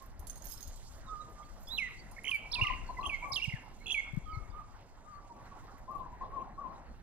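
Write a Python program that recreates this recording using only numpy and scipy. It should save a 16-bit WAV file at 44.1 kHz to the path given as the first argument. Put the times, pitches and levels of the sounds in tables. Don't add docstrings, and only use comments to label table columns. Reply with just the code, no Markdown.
import sys
import numpy as np
from scipy import signal
from scipy.io import wavfile
from scipy.ndimage import uniform_filter1d

SR = 44100
rng = np.random.default_rng(int(sys.argv[2]) if len(sys.argv) > 2 else 0)


def voltage_ratio(level):
    return 10 ** (np.asarray(level, float) / 20)


def inscribe(sig):
    pcm = np.round(np.clip(np.atleast_2d(sig).T, -1, 1) * 32767)
    wavfile.write(sys.argv[1], SR, pcm.astype(np.int16))


N = 309596


def rms_one(x):
    return x / np.sqrt(np.mean(x ** 2) + 1e-20)


def in_time(rows):
    s, *columns = np.transpose(rows)
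    return [np.interp(np.arange(N) / SR, s, c) for c in columns]


def at_hz(points, hz):
    table = np.array(points)
    return np.interp(np.log(hz), np.log(table[:, 0]), table[:, 1])


def drift(rate):
    r = np.exp(-80 * np.pi * rate / SR)
    white = rng.standard_normal(N // 40 + 2002)
    slow = signal.lfilter([1], [1, -2 * r, r * r], white)[2000:]
    return np.interp(np.arange(N) / 40, np.arange(len(slow)), rms_one(slow))


PORT_LAG = 3


def place(x, pan_db, lag=PORT_LAG):
    left = np.roll(x * voltage_ratio(pan_db / 2), lag)
    right = x * voltage_ratio(-pan_db / 2)
    return np.array([left, right])


# f/Hz, left-right likeness/1
LIKENESS = [(100, 1), (400, 1), (1000, 0.49), (3000, 0.69), (10000, 0.66)]


def banded_noise(spectrum, patchy_db, alike=None):
    out, together = 0, drift(2.5)
    white = rng.standard_normal((2, 2, N))
    edges = 16 * 2 ** np.arange(0, 10.1, .5)
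    for k, (low, high) in enumerate(zip(edges, edges[1:])):
        hz = np.sqrt(low * high)
        if not spectrum[0][0] / 1.2 < hz < spectrum[-1][0] * 1.2:
            continue
        band = signal.butter(2, [low, high], "band", fs=SR, output="sos")
        shared, own = signal.sosfilt(band, white[k % 2])
        share = at_hz(LIKENESS, hz) if alike is None else alike
        gain = voltage_ratio(at_hz(spectrum, hz) + patchy_db * (.4 * together + drift(12)))
        common = np.sqrt(1 + share) * place(shared, 0)
        opposed = np.sqrt(1 - share) * own * [[1], [-1]]
        out = out + gain * (common + opposed)
    return rms_one(out)


def garden(x, t60, wet_db, dull_hz, alike=0.3):
    t = np.arange(round(.9 * SR)) / SR
    thinning_db = 12.0 / (1 + np.exp((.19 - t) / 0.029))
    shape = voltage_ratio(-60 * t / t60 - thinning_db) * (1 - np.exp(-t / 0.0019))
    echoes = rng.standard_normal((2, len(t))) ** 3
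    echoes[0] = alike * np.roll(echoes[1], PORT_LAG) + np.sqrt(1 - alike ** 2) * echoes[0]
    low_pass = signal.butter(3, dull_hz, fs=SR, output="sos")
    dull = signal.sosfilt(low_pass, echoes)
    tail = (dull + (echoes - dull) * voltage_ratio(0.5 - 40 * t / t60)) * shape
    tail = tail / np.sqrt(np.sum(tail ** 2, axis=1, keepdims=True))
    return voltage_ratio(wet_db) * signal.fftconvolve(x[None], tail, axes=1)[:, :N]


def pulse(length, start_hz, end_hz, db, waver):
    u = np.arange(round(length * SR)) / (length * SR)
    hz = start_hz * (end_hz / start_hz) ** u * waver[:len(u)]
    swell = np.sin(np.pi * u) ** 0.76
    return voltage_ratio(db) * swell * np.sin(2 * np.pi * np.cumsum(hz) / SR)


# f/Hz, spectral level/dB
FLOOR_COLOUR = [(59, -22.5), (100, 3.5), (124, -3.5), (234, -5), (283, -4), (315, -12), (547, -9),
                (1080, -3.5), (1390, -19.5), (1870, -12), (2470, -26), (6700, -36), (16000, -56)]


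def far_floor():
    return voltage_ratio(-57.5) * banded_noise(FLOOR_COLOUR, patchy_db=3.5) * voltage_ratio([[-1.2], [1.2]])


# t/s, rumble level/dB, left-right/dB
WIND = [(0.0, -63, -0.5), (2.13, -64, 3.5), (2.31, -71.5, 0), (2.68, -55, 8.5), (3.5, -68, -11.5),
        (4.4, -62.5, 17), (4.89, -68.5, -1.5), (7.02, -63.5, -2.5)]
# f/Hz, spectral level/dB
WIND_COLOUR = [(12, -24), (20, 5), (45, 0.5), (150, -21.5), (169, -35.5), (199, -20.5), (350, -26.5),
               (460, -76), (770, -120)]


def wind():
    db, pan_db = in_time(WIND)
    lumps = banded_noise(WIND_COLOUR, patchy_db=2.0, alike=.35)
    return voltage_ratio(db + 13.0) * voltage_ratio(np.outer([.5, -.5], pan_db)) * lumps


# t/s, peak level/dB, f/Hz, left-right/dB
BUMPS = [(0.182, -35, 62, 8), (0.662, -35, 63, 14), (2.57, -40, 83.4, 20), (2.612, -23.5, 104, 39),
         (3.056, -37, 62, 17), (3.315, -40, 103, 21), (3.471, -27, 127, -25), (3.529, -27, 126, 34),
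         (4.1265, -30, 131, 37), (4.165, -22.5, 149, 42), (4.322, -34, 56, 14), (4.362, -29, 104, 16),
         (4.48, -41.5, 80, 38)]
TICK_DB, LET_GO_S, TICK_ABOVE_HZ = -45, .0215, 120


def bumps():
    out = np.zeros((2, N))
    for s, db, hz, pan_db in BUMPS:
        t = np.arange(round(3.5 * SR / hz)) / SR
        envelope = (t * hz * 1.7) ** 2 * np.exp(2 - t * hz * 2.69)
        swing = envelope * np.sin(2 * np.pi * hz * t)
        weights = voltage_ratio(np.array([pan_db, -pan_db]) / 2)
        weights = weights / weights.mean()
        out[:, round((s + .006) * SR):][:, :len(t)] += voltage_ratio(db - 7.5) * np.outer(weights, swing)
        ticks = [round(s * SR), round((s + LET_GO_S) * SR)]
        out[:, ticks] += voltage_ratio(TICK_DB) * (hz > TICK_ABOVE_HZ) * weights[:, None]
    return out


# t/s, level/dB
RUSTLE = [(0.0, -77), (0.17, -87), (0.3, -78), (0.43, -76.5), (0.56, -71.5), (0.72, -73), (0.92, -70.5),
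          (1.06, -81.5), (1.31, -79), (3.24, -78), (3.33, -87), (3.42, -76), (3.62, -84), (3.97, -80),
          (4.96, -86), (5.79, -84.5), (6.37, -91.5), (7.02, -88)]
# f/Hz, spectral level/dB
RUSTLE_COLOUR = [(1470, -37.5), (2500, 0.5), (6300, 8), (6920, 6.5), (7650, 0), (9580, -4), (14600, -7),
                 (16000, -12)]


def rustle():
    grains = voltage_ratio(1.2 * drift(85))
    hiss = banded_noise(RUSTLE_COLOUR, patchy_db=2.5, alike=.6)
    return voltage_ratio(in_time(RUSTLE)[0] + 10.5) * grains * hiss * voltage_ratio([[-5], [3.5]])


def ring(clicks, hz, t60):
    r, w = voltage_ratio(-60 / (t60 * SR)), 2 * np.pi * hz / SR
    return signal.lfilter([0, np.sin(w)], [1, -2 * r * np.cos(w), r * r], clicks + 1e-18)


# t/s, peak level/dB, strongest mode f/Hz
JINGLE = [(0.0223, -60.5, 13100), (0.0588, -64, 13500), (0.1937, -58, 12800), (0.1945, -59, 10360),
          (0.2693, -47, 10820), (0.2699, -48.5, 7440), (0.297, -47, 6400), (0.299, -54, 9200),
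          (0.3561, -51.5, 6520), (0.3754, -54, 8740), (0.421, -52, 6650), (0.442, -48.5, 13300),
          (0.4544, -46, 13400), (0.4694, -48.5, 6370), (0.4854, -51, 11200), (0.498, -46.5, 13600),
          (0.511, -49.5, 6480), (0.5165, -46.5, 13700), (0.5214, -45, 5230), (0.5344, -49, 12400),
          (0.55, -56, 9100), (0.575, -53.5, 5360), (0.6067, -47.5, 6530), (0.6276, -46.5, 6550),
          (0.674, -50.5, 6620), (0.7594, -56, 7900), (1.3094, -74, 11900), (1.598, -72, 13400),
          (1.6067, -66, 13400), (1.63, -61, 13500), (1.6816, -59, 13100), (1.722, -64, 13100),
          (2.1126, -57, 9580), (2.2358, -55.5, 10900), (2.3032, -53, 10000), (2.3471, -55, 14100),
          (3.2783, -68, 8090), (3.2848, -67, 13200), (3.2967, -62, 10800), (3.3222, -67, 10700),
          (3.3336, -52.5, 7340), (3.345, -68, 13700), (3.362, -74, 12900), (3.4419, -55, 9100),
          (5.45, -79, 12000), (5.78, -70.5, 12700), (5.91, -74, 11750), (5.95, -70, 11200),
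          (5.98, -73, 13900)]
# f/Hz, level/dB, t60/s
FITTINGS = [(4640, -23, 0.03), (5400, -18, 0.03), (6560, -14, 0.035), (7550, -17, 0.03), (9200, -15, 0.025),
            (10800, -19, 0.03), (12000, -18, 0.02), (13150, -18, 0.02), (13600, -19, 0.03),
            (14760, -15, 0.018)]
STRIKE_DB, RATTLE_DB, RATTLE_T60_S = 20, 3, 0.077
STRONGEST_DB, STRONGEST_T60_S = -4, 0.023
MODE_SHIFT = 0.0317


def fittings():
    out, t = np.zeros(N), np.arange(round(.15 * SR)) / SR
    chance = rng.standard_normal((len(JINGLE), 2, len(FITTINGS)))
    rattles = rng.standard_normal((len(JINGLE), len(t))) * voltage_ratio(-60 * t / RATTLE_T60_S)
    high = signal.butter(2, 4500, "high", fs=SR, output="sos")
    for (s, db, top_hz), (shifts, strengths), rattle in zip(JINGLE, chance, rattles):
        shaking = voltage_ratio(RATTLE_DB) * rattle + voltage_ratio(STRIKE_DB) * (t == 0)
        sound = voltage_ratio(STRONGEST_DB) * ring(shaking, top_hz, STRONGEST_T60_S)
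        sound += voltage_ratio(12.0) * signal.sosfilt(high, shaking)
        for (hz, level_db, t60), shift, strength in zip(FITTINGS, shifts, strengths):
            mode = ring(shaking, hz * (1 + MODE_SHIFT * shift), t60)
            sound += voltage_ratio(level_db - 3 + 2.5 * strength) * mode
        out[round(s * SR):][:len(t)] += voltage_ratio(db - 22.5) * sound
    scatter = garden(out, t60=0.38, wet_db=1.5, dull_hz=14400, alike=0.24)
    return place(out, -21.0) + scatter * voltage_ratio([[-8], [0]])


# t/s, length/s,
# start f/Hz, end f/Hz, peak level/dB
TWEETS = [(1.059, 0.047, 3850, 3540, -58), (1.199, 0.029, 3920, 3880, -51), (1.425, 0.019, 2220, 2200, -60),
          (1.426, .015, 3450, 3350, -61), (1.442, .022, 4500, 4400, -59), (1.671, 0.017, 5000, 5200, -44.5),
          (1.978, 0.04, 4530, 4600, -54.5), (2.854, 0.09, 4580, 4010, -61),
          (3.223, 0.039, 2258, 2354, -40.5), (3.317, 0.026, 2266, 2280, -42), (3.776, 0.2, 4200, 3970, -59),
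          (4.235, 0.095, 3470, 2900, -58.5), (4.305, 0.079, 4870, 3900, -59),
          (4.497, 0.021, 4940, 4870, -62), (4.51, .016, 3600, 3550, -63.5), (5.11, 0.071, 4710, 4420, -67),
          (5.435, 0.051, 4700, 3870, -70), (6.53, .04, 4150, 4200, -74), (6.691, 0.031, 4420, 3970, -66.5),
          (6.728, 0.054, 3940, 3880, -70), (6.85, 0.022, 4700, 4300, -67), (6.862, 0.078, 4300, 4330, -76),
          (6.938, .05, 2720, 2800, -70)]


def far_birds():
    out, waver = np.zeros(N), 1 + 0.019 * drift(100)
    chorus = []
    for a, b, c, d in rng.random((90, 4)):
        hz = 2500 * 3 ** c
        chorus.append((6.9 * a, .02 + .05 * b, hz, hz * (.8 + .25 * d), -83 + 5 * b))
    for s, length, start_hz, end_hz, db in TWEETS + chorus:
        at = round(s * SR)
        tweet = pulse(length, start_hz, end_hz, db, waver[at:])
        out[at:][:len(tweet)] += tweet
    out = out * voltage_ratio(-5 + 4.5 * drift(70))
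    return place(out, -6) + garden(out, t60=.3, wet_db=-7, dull_hz=6000)


NEW_COO_S, RISE, SAG = .04, 0.087, 0.08


def coo_pulses(rows, glide):
    out, end = [], -1
    for s, length, hz, db, *_ in rows:
        opens = s - end > NEW_COO_S
        bend = glide * (RISE if opens else -SAG) / 2
        out.append((s, length, hz * (1 - bend), hz * (1 + bend), db, opens))
        end = s + length
    return out


# t/s, length/s, f/Hz, peak level/dB
NEAR_COOS = [(2.585, 0.033, 1050, -35.5), (2.625, .025, 1207, -62), (2.645, 0.053, 1170, -37.5),
             (2.697, 0.0204, 1033, -35.5), (2.72, .03, 1177, -52.5), (2.890, .022, 984, -36.5),
             (2.986, 0.019, 1038, -35), (3.008, .03, 1126, -44.5), (3.036, .022, 1141, -44),
             (3.06, 0.019, 1096, -40.5), (3.222, 0.032, 995, -40.5), (3.245, 0.061, 1149, -44.5),
             (3.302, .026, 1094, -44), (5.880, 0.035, 1056, -40), (5.908, .032, 1163, -47.5),
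             (5.946, 0.03, 1131, -40), (5.996, 0.033, 1050, -44), (6.052, 0.019, 990, -47.5),
             (6.125, 0.021, 984, -47), (6.212, .03, 1067, -33), (6.252, 0.03, 1040, -55),
             (6.322, 0.044, 1107, -42), (6.364, 0.041, 1078, -39), (6.412, 0.0217, 1084, -47),
             (6.482, .024, 1100, -58.5), (6.579, .03, 1123, -42), (6.612, .02, 1124, -47),
             (6.636, 0.037, 1070, -40), (6.68, 0.082, 1071, -54.5)]
# t/s, length/s, f/Hz, peak level/dB
RIGHT_COOS = [(0.0, 0.046, 1071, -54.5), (1.068, 0.027, 1065, -52), (1.09, 0.12, 1249, -44),
              (1.198, .035, 1231, -43), (1.365, 0.09, 1208, -51), (2.284, 0.049, 1112, -54),
              (2.526, 0.12, 978, -50.5), (4.27, 0.13, 1262, -46.5), (4.365, 0.082, 1228, -56),
              (4.533, 0.071, 1229, -49), (4.583, 0.046, 1196, -50)]
# t/s, length/s, f/Hz, peak level/dB, left-right/dB
FAR_COOS = [(5.057, 0.083, 1215, -57.5, 19), (5.121, 0.083, 1184, -56, 20.5),
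            (5.185, 0.092, 1154, -59.5, 3.5), (5.298, .04, 942, -48, -4), (5.334, 0.087, 1134, -57.5, -4),
            (5.514, 0.02, 1122, -48.5, -5), (5.625, 0.04, 1070, -60.5, 5), (5.74, 0.03, 1108, -56.5, -9)]
NEAR_PAN_DB, NEAR_LATER_DB, RIGHT_PAN_DB = 5.5, 11, -11
NEAR_GLIDE, OTHER_GLIDE = 0.75, 0.35


def coos():
    near = [(*p, NEAR_PAN_DB + NEAR_LATER_DB * (not opens))
            for *p, opens in coo_pulses(NEAR_COOS, NEAR_GLIDE)]
    right = [(*p, RIGHT_PAN_DB) for *p, _ in coo_pulses(RIGHT_COOS, OTHER_GLIDE)]
    far = [(*p, row[-1]) for (*p, _), row in zip(coo_pulses(FAR_COOS, OTHER_GLIDE), FAR_COOS)]
    return near + right + far


# f/Hz, spectral level/dB
BREATH_COLOUR = [(150, 3), (250, 3), (418, 1), (456, -3), (900, 8.5), (1170, -34.5), (1980, -120)]


def doves():
    out, effort = np.zeros((2, N)), np.zeros(N)
    waver, throb = 1 + 0.013 * drift(36.0), voltage_ratio(2.0 * drift(40))
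    for s, length, early_hz, late_hz, db, pan_db in coos():
        at = round(max(s - .12 * length, 0) * SR)
        coo = pulse(1.14 * length, early_hz, late_hz, db, waver[at:])
        out[:, at:at + len(coo)] += np.outer(voltage_ratio([pan_db / 2, -pan_db / 2]), coo)
        leaks = (pan_db > -4.5) * (early_hz < 1165)
        effort[at:at + len(coo)] += abs(coo) * leaks
    linger = voltage_ratio(-60 / (.5 * SR))
    effort = uniform_filter1d(effort, size=300)
    lingering = 0.29 * effort + signal.lfilter([1 - linger], [1, -linger], effort)
    low_pass = signal.butter(6, 1000, fs=SR, output="sos")
    air = signal.sosfilt(low_pass, banded_noise(BREATH_COLOUR, patchy_db=-2.0, alike=1.0))
    air = voltage_ratio(-4.0) * abs(lingering) ** 0.71 * air
    out = throb * np.array([np.roll(out[0], PORT_LAG), out[1]])
    scatter = garden(out.mean(axis=0), t60=0.48, wet_db=-7.0, dull_hz=4050, alike=0.44)
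    return out + voltage_ratio(-12.0) * air * voltage_ratio([[3], [-5]]) + scatter


FLIP_S, WIDE_FLIP_S, LAST_DIP_HZ, SWELL_DB = .0112, .0075, 2800, 2.5


def trill(length, low_hz, high_hz):
    flip = FLIP_S + WIDE_FLIP_S * (high_hz / low_hz - 1)
    points, flips = [], int(length / flip + .3)
    for k in range(flips):
        last = k == flips - 1
        s = k * flip
        db = -SWELL_DB * (flips - 1 - k) + 1.8 * rng.standard_normal()
        dip_hz = LAST_DIP_HZ if last else low_hz
        points += [(s, LAST_DIP_HZ, db - 3),
                   (s + .14 * flip, dip_hz, db + 3),
                   (s + .34 * flip, dip_hz * .98, db - 8),
                   (s + .48 * flip, high_hz * 1.01, db),
                   (s + .7 * flip, high_hz, db),
                   (s + .9 * flip, high_hz * .97, db - (5 if last else 9))]
    return points + [(length, .95 * high_hz, -8)]


def slur(length, start_hz, end_hz):
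    return [(0, start_hz, -3),
            (.25 * length, start_hz, -1),
            (.6 * length, start_hz ** .15 * end_hz ** .85, -1),
            (.98 * length, end_hz, -5)]


# t/s, f/Hz, level/dB
ARCH = [(0, 3380, -52), (.019, 3420, -47), (.050, 3900, -37), (.091, 4040, -40), (.104, 3350, -38),
        (.112, 2800, -25), (.126, 2300, -33), (.160, 2050, -33), (.212, 1930, -44)]
SWOOP = [(0, 4000, -38), (.006, 5200, -33), (.012, 5500, -33), (.018, 3300, -33), (.024, 3900, -26),
         (.033, 5000, -31), (.042, 2750, -30), (.056, 2500, -38), (.085, 2290, -35)]
WIDE_SWOOP = [(0, 4700, -40), (.006, 5400, -33), (.012, 5480, -34), (.017, 3600, -32), (.026, 4850, -35),
              (.037, 5150, -37), (.042, 3300, -27), (.054, 2790, -31), (.075, 2640, -32)]
HUMPS = [(0, 2100, -6), (.003, 2740, 0), (.015, 2820, 0), (.019, 2250, -10), (.023, 2850, -3),
         (.030, 2850, -3), (.034, 2170, -10), (.048, 2000, -14)]
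FALL = [(-.007, 4900, -30), (-.004, 4000, -29), (-.001, 2880, 1), (.003, 2480, 1), (.009, 2370, -4),
        (.024, 2340, -4), (.036, 2270, 1), (.047, 2250, -1), (.055, 2260, -6)]
DROOP = [(-.004, 2900, -46), (0, 2780, -30), (.006, 2420, -32), (.018, 2310, -39), (.030, 2290, -34),
         (.042, 2230, -30), (.054, 2160, -28), (.062, 2110, -37), (.072, 2060, -45)]
TWO_HOLDS = [(0, 2100, -44), (.005, 2700, -35), (.011, 2800, -28), (.019, 2830, -29), (.023, 2500, -40),
             (.025, 2900, -29), (.034, 2740, -29), (.040, 2280, -37), (.050, 2200, -45)]
# figure, t/s, pitch ratio/1, stretch/1, level/dB
FIGURES = [(ARCH, 1.673, 1, 1, 0), (SWOOP, 2.515, 1, 1, 0), (WIDE_SWOOP, 3.319, 1, 1, 0),
           (HUMPS, 2.611, 1, 1, -22), (TWO_HOLDS, 3.415, 1, 1, 0), (FALL, 2.316, 1.01, 1, -28),
           (DROOP, 3.096, 1, 1, 0), (FALL, 3.9445, .965, 1.12, -28)]
# t/s, length/s, low f/Hz, high f/Hz, last level/dB
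TRILLS = [
    (2.2435, .0535, 2170, 3070, -27),
    (3.030, .047, 2650, 3220, -34),
    (3.860, .070, 2680, 3360, -30),
]
# t/s, length/s, start f/Hz, end f/Hz, level/dB
SLURS = [(2.165, .014, 2150, 2200, -44), (2.182, .013, 1850, 2200, -38), (2.669, .007, 2950, 2600, -27),
         (2.677, .005, 2600, 2850, -31), (2.682, .006, 2500, 2000, -31), (2.692, .011, 2600, 1950, -33),
         (2.706, .010, 2900, 1950, -34), (2.719, .010, 2900, 1980, -33), (2.733, .009, 2850, 2100, -36),
         (2.970, .025, 2050, 1980, -42), (3.010, .008, 4100, 4100, -51), (3.490, .016, 2850, 2100, -37),
         (3.511, .010, 2750, 2850, -40), (3.523, .009, 2200, 2050, -35), (3.536, .009, 2150, 1950, -37),
         (3.555, .020, 1800, 1700, -47), (3.398, .012, 2330, 2310, -36), (3.808, .025, 2150, 2230, -53),
         (3.931, .0055, 3200, 3190, -35), (4.328, .040, 2204, 2157, -48)]


def song():
    notes = []
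    for figure, s, ratio, stretch, db in FIGURES:
        notes.append([(s + stretch * t, ratio * hz, db + d) for t, hz, d in figure])
    for shape, rows in [(trill, TRILLS), (slur, SLURS)]:
        for s, length, one_hz, other_hz, db in rows:
            notes.append([(s + t, hz, db + d) for t, hz, d in shape(length, one_hz, other_hz)])
    return notes


OVERTONES_DB = [-4.5, -18.5, -29]
# f/Hz, level/dB
BEAK = [(4500, -33), (5700, -16), (6600, -10), (7900, -32), (9400, 4.5), (10800, -11.5), (12300, 3),
        (15000, -15)]


def songbird():
    height, times, pitches = np.zeros(N), [], []
    for points in song():
        s, point_hz, db = np.transpose(points)
        during = np.arange(round(s[0] * SR), round(s[-1] * SR))
        height[during] = voltage_ratio(np.interp(during / SR, s, db))
        times += list(s)
        pitches += list(point_hz)
    order = np.argsort(times)
    log_hz = np.interp(np.arange(N) / SR, np.array(times)[order], np.log(pitches)[order])
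    hz = uniform_filter1d(np.exp(log_hz), size=80)
    phase = 2 * np.pi * np.cumsum(hz) / SR
    throw = np.gradient(np.log2(hz)) * SR / 1000
    height = height * voltage_ratio(3 - 60 * np.maximum(throw, 0) + 15 * np.minimum(throw, 0))
    height = uniform_filter1d(uniform_filter1d(height, size=50), size=50)
    height = height * voltage_ratio(1.5 * drift(70) + 1.2 * abs(throw + .02) ** .2 * np.roll(drift(70), 999))
    overtones = 0
    for partial, db in enumerate(OVERTONES_DB, 2):
        hoarse = 0.34 + drift(230)
        overtones = overtones + voltage_ratio(db + at_hz(BEAK, hz * partial)) * hoarse * np.sin(partial * phase)
    moving_db = 150 * uniform_filter1d(abs(throw), size=90)
    overtones = height * overtones * voltage_ratio(-moving_db - 9 / (1 + (4400 / hz) ** 12))
    hanging = garden(overtones, t60=0.18, wet_db=-5.0, dull_hz=14200) * voltage_ratio([[-7], [0]])
    voice = height * np.sin(phase)
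    ringing = garden(voice, t60=2.0, wet_db=-12, dull_hz=2800, alike=.4) * voltage_ratio([[-2.0], [0]])
    direct = place(voltage_ratio(-5.0) * (voice + overtones), -9.0 - 3.7 * np.log2(hz / 2500))
    return hanging + direct + ringing


def scene():
    floor = far_floor()
    birds = songbird() + doves() + far_birds()
    handling = fittings() + rustle()
    air = wind() + bumps()
    return birds + handling + air + floor


def band_limit(x):
    return signal.sosfilt(signal.butter(12, 16500, fs=SR, output="sos"), x)


def record(dry):
    cut = signal.cheby2(12, 60, 16300, fs=SR, output="sos")
    mix = signal.sosfilt(cut, dry)
    return band_limit(mix)


dry = scene()
out = record(dry)
inscribe(out)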